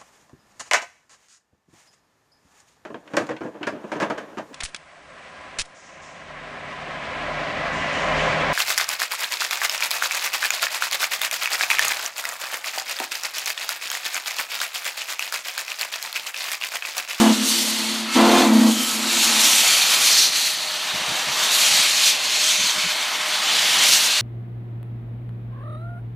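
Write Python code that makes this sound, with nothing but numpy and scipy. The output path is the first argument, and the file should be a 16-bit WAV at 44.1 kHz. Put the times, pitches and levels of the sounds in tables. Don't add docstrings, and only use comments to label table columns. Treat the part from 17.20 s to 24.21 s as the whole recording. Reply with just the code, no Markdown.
import sys
import numpy as np
from scipy import signal
from scipy.fft import rfft, irfft
from scipy.io import wavfile
from scipy.ndimage import uniform_filter1d

SR = 44100
rng = np.random.default_rng(int(sys.argv[2]) if len(sys.argv) > 2 else 0)


def generate_wav(signal):
    frames = np.transpose(np.atleast_2d(signal))
    scaled = np.clip(frames, -1, 1) * 32767
    pcm = np.round(scaled).astype(np.int16)
    wavfile.write(sys.argv[1], SR, pcm)


N = 309141


def amp(db):
    return 10 ** (np.asarray(db) / 20)


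def unit_rms(x):
    return x / np.sqrt(np.mean(x ** 2) + 1e-20)


def log_interp(points, hz):
    point_hz, value = np.transpose(points)
    return np.interp(np.log(hz + 1), np.log(point_hz + 1), value)


def add(mix, start_s, sound):
    part = mix[max(round(start_s * SR), 0):][:len(sound)]
    part += sound[:len(part)]


def noise(spectrum, size):
    hz = np.fft.rfftfreq(size, 1 / SR)
    return unit_rms(irfft(rfft(rng.standard_normal(size)) * amp(log_interp(spectrum, hz)), size))


def wander(rate_hz, size):
    t = np.arange(8000) / 1000
    hz = np.fft.rfftfreq(len(t), t[1])
    drift = unit_rms(irfft(rfft(rng.standard_normal(len(t))) / (1 + (hz / rate_hz) ** 4)))
    return np.interp(np.arange(size) / SR, t, drift)


def patches(shape, frames, bins=1):
    smoothed = uniform_filter1d(rng.standard_normal(shape), frames, 0)
    return unit_rms(uniform_filter1d(smoothed, bins, 1))


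def whine_and_squeal_echo(waver=0.0031, flutter=0.39):
    # (frequency [Hz], peak time [s], peak level [dB], fade either side [dB/s])
    tones = [(613, 6, -45, 1.25), (1302, 2.1, -39.5, 8)]
    out, t = np.zeros(N), np.arange(N) / SR
    for hz, peak_s, db, fade_db_per_s in tones:
        phase = 2 * np.pi * np.cumsum(hz * (1 + waver * wander(18, N))) / SR
        level = amp(db - fade_db_per_s * abs(t - peak_s))
        out += np.sqrt(2) * level * np.sin(phase) * (1 + flutter * wander(13, N))
    return out


def thumps(rise_s=0.012, low_cut_hz=70):
    # (time [s], peak before the low cut [dB], body frequency [Hz])
    hits = [(3.734, -31, 179), (3.797, -37, 178), (3.875, -33, 154), (3.914, -33.5, 197), (3.974, -41, 218),
            (4.069, -34, 171), (4.097, -46, 141), (4.504, -37, 153), (4.58, -36, 203), (4.854, -41, 196),
            (5.385, -34, 196), (5.433, -37.5, 161), (5.556, -34, 200), (5.637, -33, 183)]
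    out, t = np.zeros(N), np.arange(SR // 5) / SR
    for start_s, db, hz in hits:
        spectrum = [(hz / 5, -30), (hz * 0.87, -4), (hz, 0),
                    (hz * 1.07, -6), (hz * 3.3, -24), (hz * 10, -70)]
        pulse = noise(spectrum, len(t)) * t / rise_s * np.exp(-t / rise_s)
        add(out, start_s, amp(db) * pulse / abs(pulse).max())
    return signal.sosfilt(signal.butter(2, low_cut_hz, "high", fs=SR, output="sos"), out)


def cylinder_cocks(t, roar_db, leak_db=(7.5, -0.5, -8), sizzle_db=-1.5, fizz_db=-8.5, sizzle_share=0.53):
    # (start [s], rise [s], hold [s], decay [s], level [dB], brightness [dB])
    surges = [(-.1, 0.076, 0.73, 0.11, -28.5, 0), (0.196, .07, .155, .03, -27.5, 6.5),
              (0.918, 0.025, 0.26, 0.096, -25, -5), (1.12, 0.42, 0.16, .2, -31.5, 8),
              (1.763, .3, 0.49, .55, -20, 0.5), (2.122, 0.18, 0.09, 0.18, -33, 12),
              (2.771, 0.038, 0.26, .025, -22.5, 4.5), (3.02, 0.16, .095, 0.034, -26, 1.5),
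              (4.06, .48, 0.087, 0.058, -17, -4), (4.295, 0.041, 0.053, 0.069, -27, 10.5),
              (4.608, .1, 0.2, 0.063, -20.5, -2.5), (4.8, 0.069, 0.03, 0.019, -19, 0),
              (4.964, 0.15, 0.37, .1, -20.5, -6), (5.553, 0.061, 0.089, .06, -26, -7),
              (6.083, 0.29, .14, 0.098, -20.5, -7), (6.57, 0.056, 0.036, 0.85, -17, -7),
              (6.596, 0.11, 0.16, 0.038, -25, 6.5)]
    power = amp(np.add.outer(leak_db, roar_db)) ** 2
    for start_s, rise_s, hold_s, decay_s, db, bright_db in surges:
        age = t - start_s
        flow = np.clip(age / rise_s, 0, 1) * np.exp(-np.maximum(age - rise_s - hold_s, 0) / decay_s)
        band_gains = amp(db + np.array([0, sizzle_db + sizzle_share * bright_db, fizz_db + bright_db]))
        power += np.outer(band_gains, flow) ** 2
    return 10 * np.log10(power)


def steam(joint_hz=1600, jet_share=0.17, eddy_db=1, drift_db=1, sputter_db=0.56, gust_db=1.12):
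    # (time [s], level [dB])
    cloud = [(.2, -37.5), (1.65, -37), (2.15, -31), (2.9, -33), (3.2, -38.5), (3.58, -37), (3.85, -33.5),
             (4.5, -31), (5.05, -36), (5.7, -34.5), (6.6, -29.5), (6.92, -35)]
    # (frequency [Hz], relative density [dB])
    roar_spectrum = [(20, -52), (50, -46), (80, -37), (120, -27), (175, -12.5), (250, -12), (380, -13.5),
                     (480, -8.5), (700, 0), (1000, 4.5), (1600, -0.5)]
    # (frequency [Hz], relative density [dB])
    hiss_spectrum = [(1500, 1.5), (2000, 0.5), (2600, 0), (3500, -1), (4450, -1), (4800, -5), (5250, -6.5),
                     (6100, -5.5), (7400, -9), (8500, -11), (9600, -13), (12400, -17.5), (15300, -23.5)]
    # (mid time [s], length [s], frequency [Hz], width [Hz], boost [dB])
    resonances = [(1.207, 0.1, 3540, 300, 8), (1.58, 0.24, 3120, 250, 10), (1.895, 1.1, 7440, 720, 3.5),
                  (2.783, 0.68, 2430, 350, 5), (3.1, 0.73, 4330, 795, 4.5), (3.023, 0.24, 5460, 2400, 6),
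                  (5.3, 0.58, 6600, 1600, 4.5)]
    hz, t = np.fft.rfftfreq(1024, 1 / SR), np.arange(N // 256 + 5) * 256 / SR
    low_db = log_interp(roar_spectrum, hz) - log_interp(roar_spectrum, joint_hz)
    high_db = log_interp(hiss_spectrum, hz) - log_interp(hiss_spectrum, joint_hz)
    base_db = np.where(hz < joint_hz, low_db, high_db)

    roar_db = np.interp(t, *np.transpose(cloud))
    hiss_db, sizzle_db, fizz_db = cylinder_cocks(t, roar_db)
    rumble_db = roar_db + jet_share * (sizzle_db - roar_db)
    drives_db = [rumble_db - 11, roar_db + 3, hiss_db + 3, sizzle_db + 3, fizz_db + 3]
    bands_hz = [(200, 500), (600, 1700), (2200, 4800), (5200, 8500), (9500, 15000)]
    centres_hz = np.sqrt(np.prod(bands_hz, axis=1))
    field_db = np.tile(base_db, (len(t), 1))
    for (lo, hi), drive_db, weights in zip(bands_hz, drives_db, np.eye(len(bands_hz))):
        band_db = 10 * np.log10(np.sum(amp(base_db[(hz > lo) & (hz < hi)]) ** 2))
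        field_db += np.outer(drive_db - band_db, log_interp(np.c_[centres_hz, weights], hz))
    for mid_s, length_s, tone_hz, width_hz, db in resonances:
        swell = np.exp(-(2 * (t - mid_s) / length_s) ** 2)
        peak = np.exp(-(2 * (hz - tone_hz) / width_hz) ** 2)
        field_db += db * np.outer(swell, peak)

    field_db += eddy_db * patches(field_db.shape, frames=8, bins=16)
    field_db += drift_db * patches(field_db.shape, frames=80, bins=4)
    treble = np.sqrt(hz / 6000)
    field_db += sputter_db * patches((len(t), 1), frames=2) * treble
    field_db += gust_db * patches((len(t), 1), frames=12) * treble
    real, imag = rng.standard_normal((2, *field_db.shape))
    spectra = (real + 1j * imag) * amp(field_db)
    return signal.istft(spectra.T, nperseg=1024, noverlap=768)[1][:N] * np.sqrt(2 / 3)


def yard_echoes(x, band_hz=(200, 520), drift_s=0.00081, drift_hz=5, paths=4):
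    # (delay [s], spread [s], level [dB])
    echoes = [(.04, 0.047, -12), (.29, 0.16, -17), (0.701, 0.092, -19.5)]
    t, samples = np.arange(2 * SR) / SR, np.arange(len(x))
    dull = signal.sosfilt(signal.butter(2, band_hz, "band", fs=SR, output="sos"), x)
    out = np.zeros(len(x))
    for delay_s, spread_s, db in echoes * paths:
        age = np.maximum(t - delay_s, 0) / spread_s
        cluster = rng.standard_normal(len(t)) * np.sqrt(age) * np.exp(-age)
        echo = signal.fftconvolve(dull, amp(db) * cluster / np.linalg.norm(cluster))[:len(x)]
        out += np.interp(samples + drift_s * SR * wander(drift_hz, len(x)), samples, echo)
    return out / np.sqrt(paths)


def squeal(start_s=0.86, length_s=0.17, waver=0.0028):
    # (frequency [Hz], level [dB])
    modes = [(1320, -36.5), (2152, -37.5), (2620, -36)]
    size, out = round(length_s * SR), np.zeros(N)
    for hz, db in modes:
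        phase = 2 * np.pi * np.cumsum(hz * (1 + waver * wander(45.5, size))) / SR
        add(out, start_s, np.sqrt(2) * amp(db) * np.sin(phase) * signal.windows.tukey(size, 0.5))
    return out


def blast(t, hold_s, ease_s, length_s, opening, choke_db, jitter=0.0069, flutter=0.1, roughness=0.45):
    # (nominal pitch [Hz], bend exponent, level [dB], open-valve gain [dB],
    #          overtone level [dB], rise [s], ring-down [s])
    chimes = [(222.1, 0.028, -14.3, -3, -6, 0.06, 0.024), (244, .5, -33, 0, -6, .015, 0.025),
              (260, .3, -19.5, -2, -7.5, .016, .016), (288.7, .55, -35.5, 1, -9, .02, .015),
              (349, 0.96, -26, 3.5, 0.5, 0.033, 0.02)]
    # (frequency [Hz], level [dB])
    overtones = [(430, -4.5), (560, -1.5), (680, -4.5), (850, 0), (1100, -9), (1400, -14.5), (2200, -14),
                 (3600, -19), (6000, -36)]
    # (frequency [Hz], relative density [dB])
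    rush_and_rumble = [(20, -25), (45, -25), (70, -18), (100, -8), (150, -3.5), (280, 16), (420, 2),
                       (800, 5.5), (1100, 8), (1500, 2), (2300, -17), (3800, -9), (6000, -23), (14000, -23)]
    open_hz, eased_hz, reference_hz = 352.7, 317.6, 350
    cold_hz, warm_s = 31.96, 0.065

    def envelope(rise_s, decay_s):
        return np.minimum(t / rise_s, 1) * np.exp(-np.maximum(t - length_s, 0) / decay_s)

    valve = opening * np.clip(1 - (t - hold_s) / ease_s, 0, 1)
    pitch_ratio = (eased_hz + (open_hz - eased_hz) * valve - cold_hz * np.exp(-t / warm_s)) / reference_hz
    flow = envelope(rise_s=0.017, decay_s=0.012)
    brightness = amp(-28 + 8.5 * valve) * flow
    overblow_db = choke_db * valve * np.minimum(t / hold_s, 1) ** 3
    overshoot_db = 8 * np.exp(-(t / 0.04) ** 2)
    out = amp(-35.5 + 15 * valve) * flow * noise(rush_and_rumble, len(t))
    for index, (hz, bend, db, open_db, upper_db, rise_s, ring_s) in enumerate(chimes):
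        pitch_hz = hz * pitch_ratio ** bend * (1 + jitter * wander(42, len(t)))
        phase = 2 * np.pi * (np.cumsum(pitch_hz) / SR + rng.random())
        level_db = db + open_db * valve + (overshoot_db if index else overblow_db)
        level = amp(level_db) * envelope(rise_s, ring_s)
        out += np.sqrt(2) * level * np.sin(phase) * (1 + flutter * wander(30, len(t)))
        for k in range(2, 16):
            gain = amp(upper_db + log_interp(overtones, k * hz)) * brightness
            swell = 1 + roughness * wander(41, len(t))
            out += gain * swell * np.sin(k * phase + 2 * np.pi * rng.random())
    return out


def whistle():
    # (start [s], hold [s], ease-back [s], length [s], opening [0-1], low-chime choke [dB])
    pulls = [(-.62, .67, .09, 0.736, .7, 0.5), (0.95, .258, .135, 0.554, 0.99, -8)]
    out = np.zeros(N + SR)
    for start_s, *pull in pulls:
        add(out, start_s + 1, blast(np.arange(SR) / SR, *pull))
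    return (out + yard_echoes(out))[SR:]


def scene():
    mono = squeal() + whistle() + steam() + whine_and_squeal_echo() + thumps()
    return np.array([mono, mono])


def record(dry, knee_up=0.39, knee_down=0.85, headroom=0.16, cutoff_hz=15450):
    linear = np.clip(dry, -knee_down, knee_up)
    squashed = linear + headroom * np.tanh((dry - linear) / headroom)
    lowpass = signal.firwin(801, cutoff_hz, window=("kaiser", 9), fs=SR)
    return signal.oaconvolve(squashed, lowpass[None], "same", axes=1)


dry = scene()
out = record(dry)
generate_wav(out)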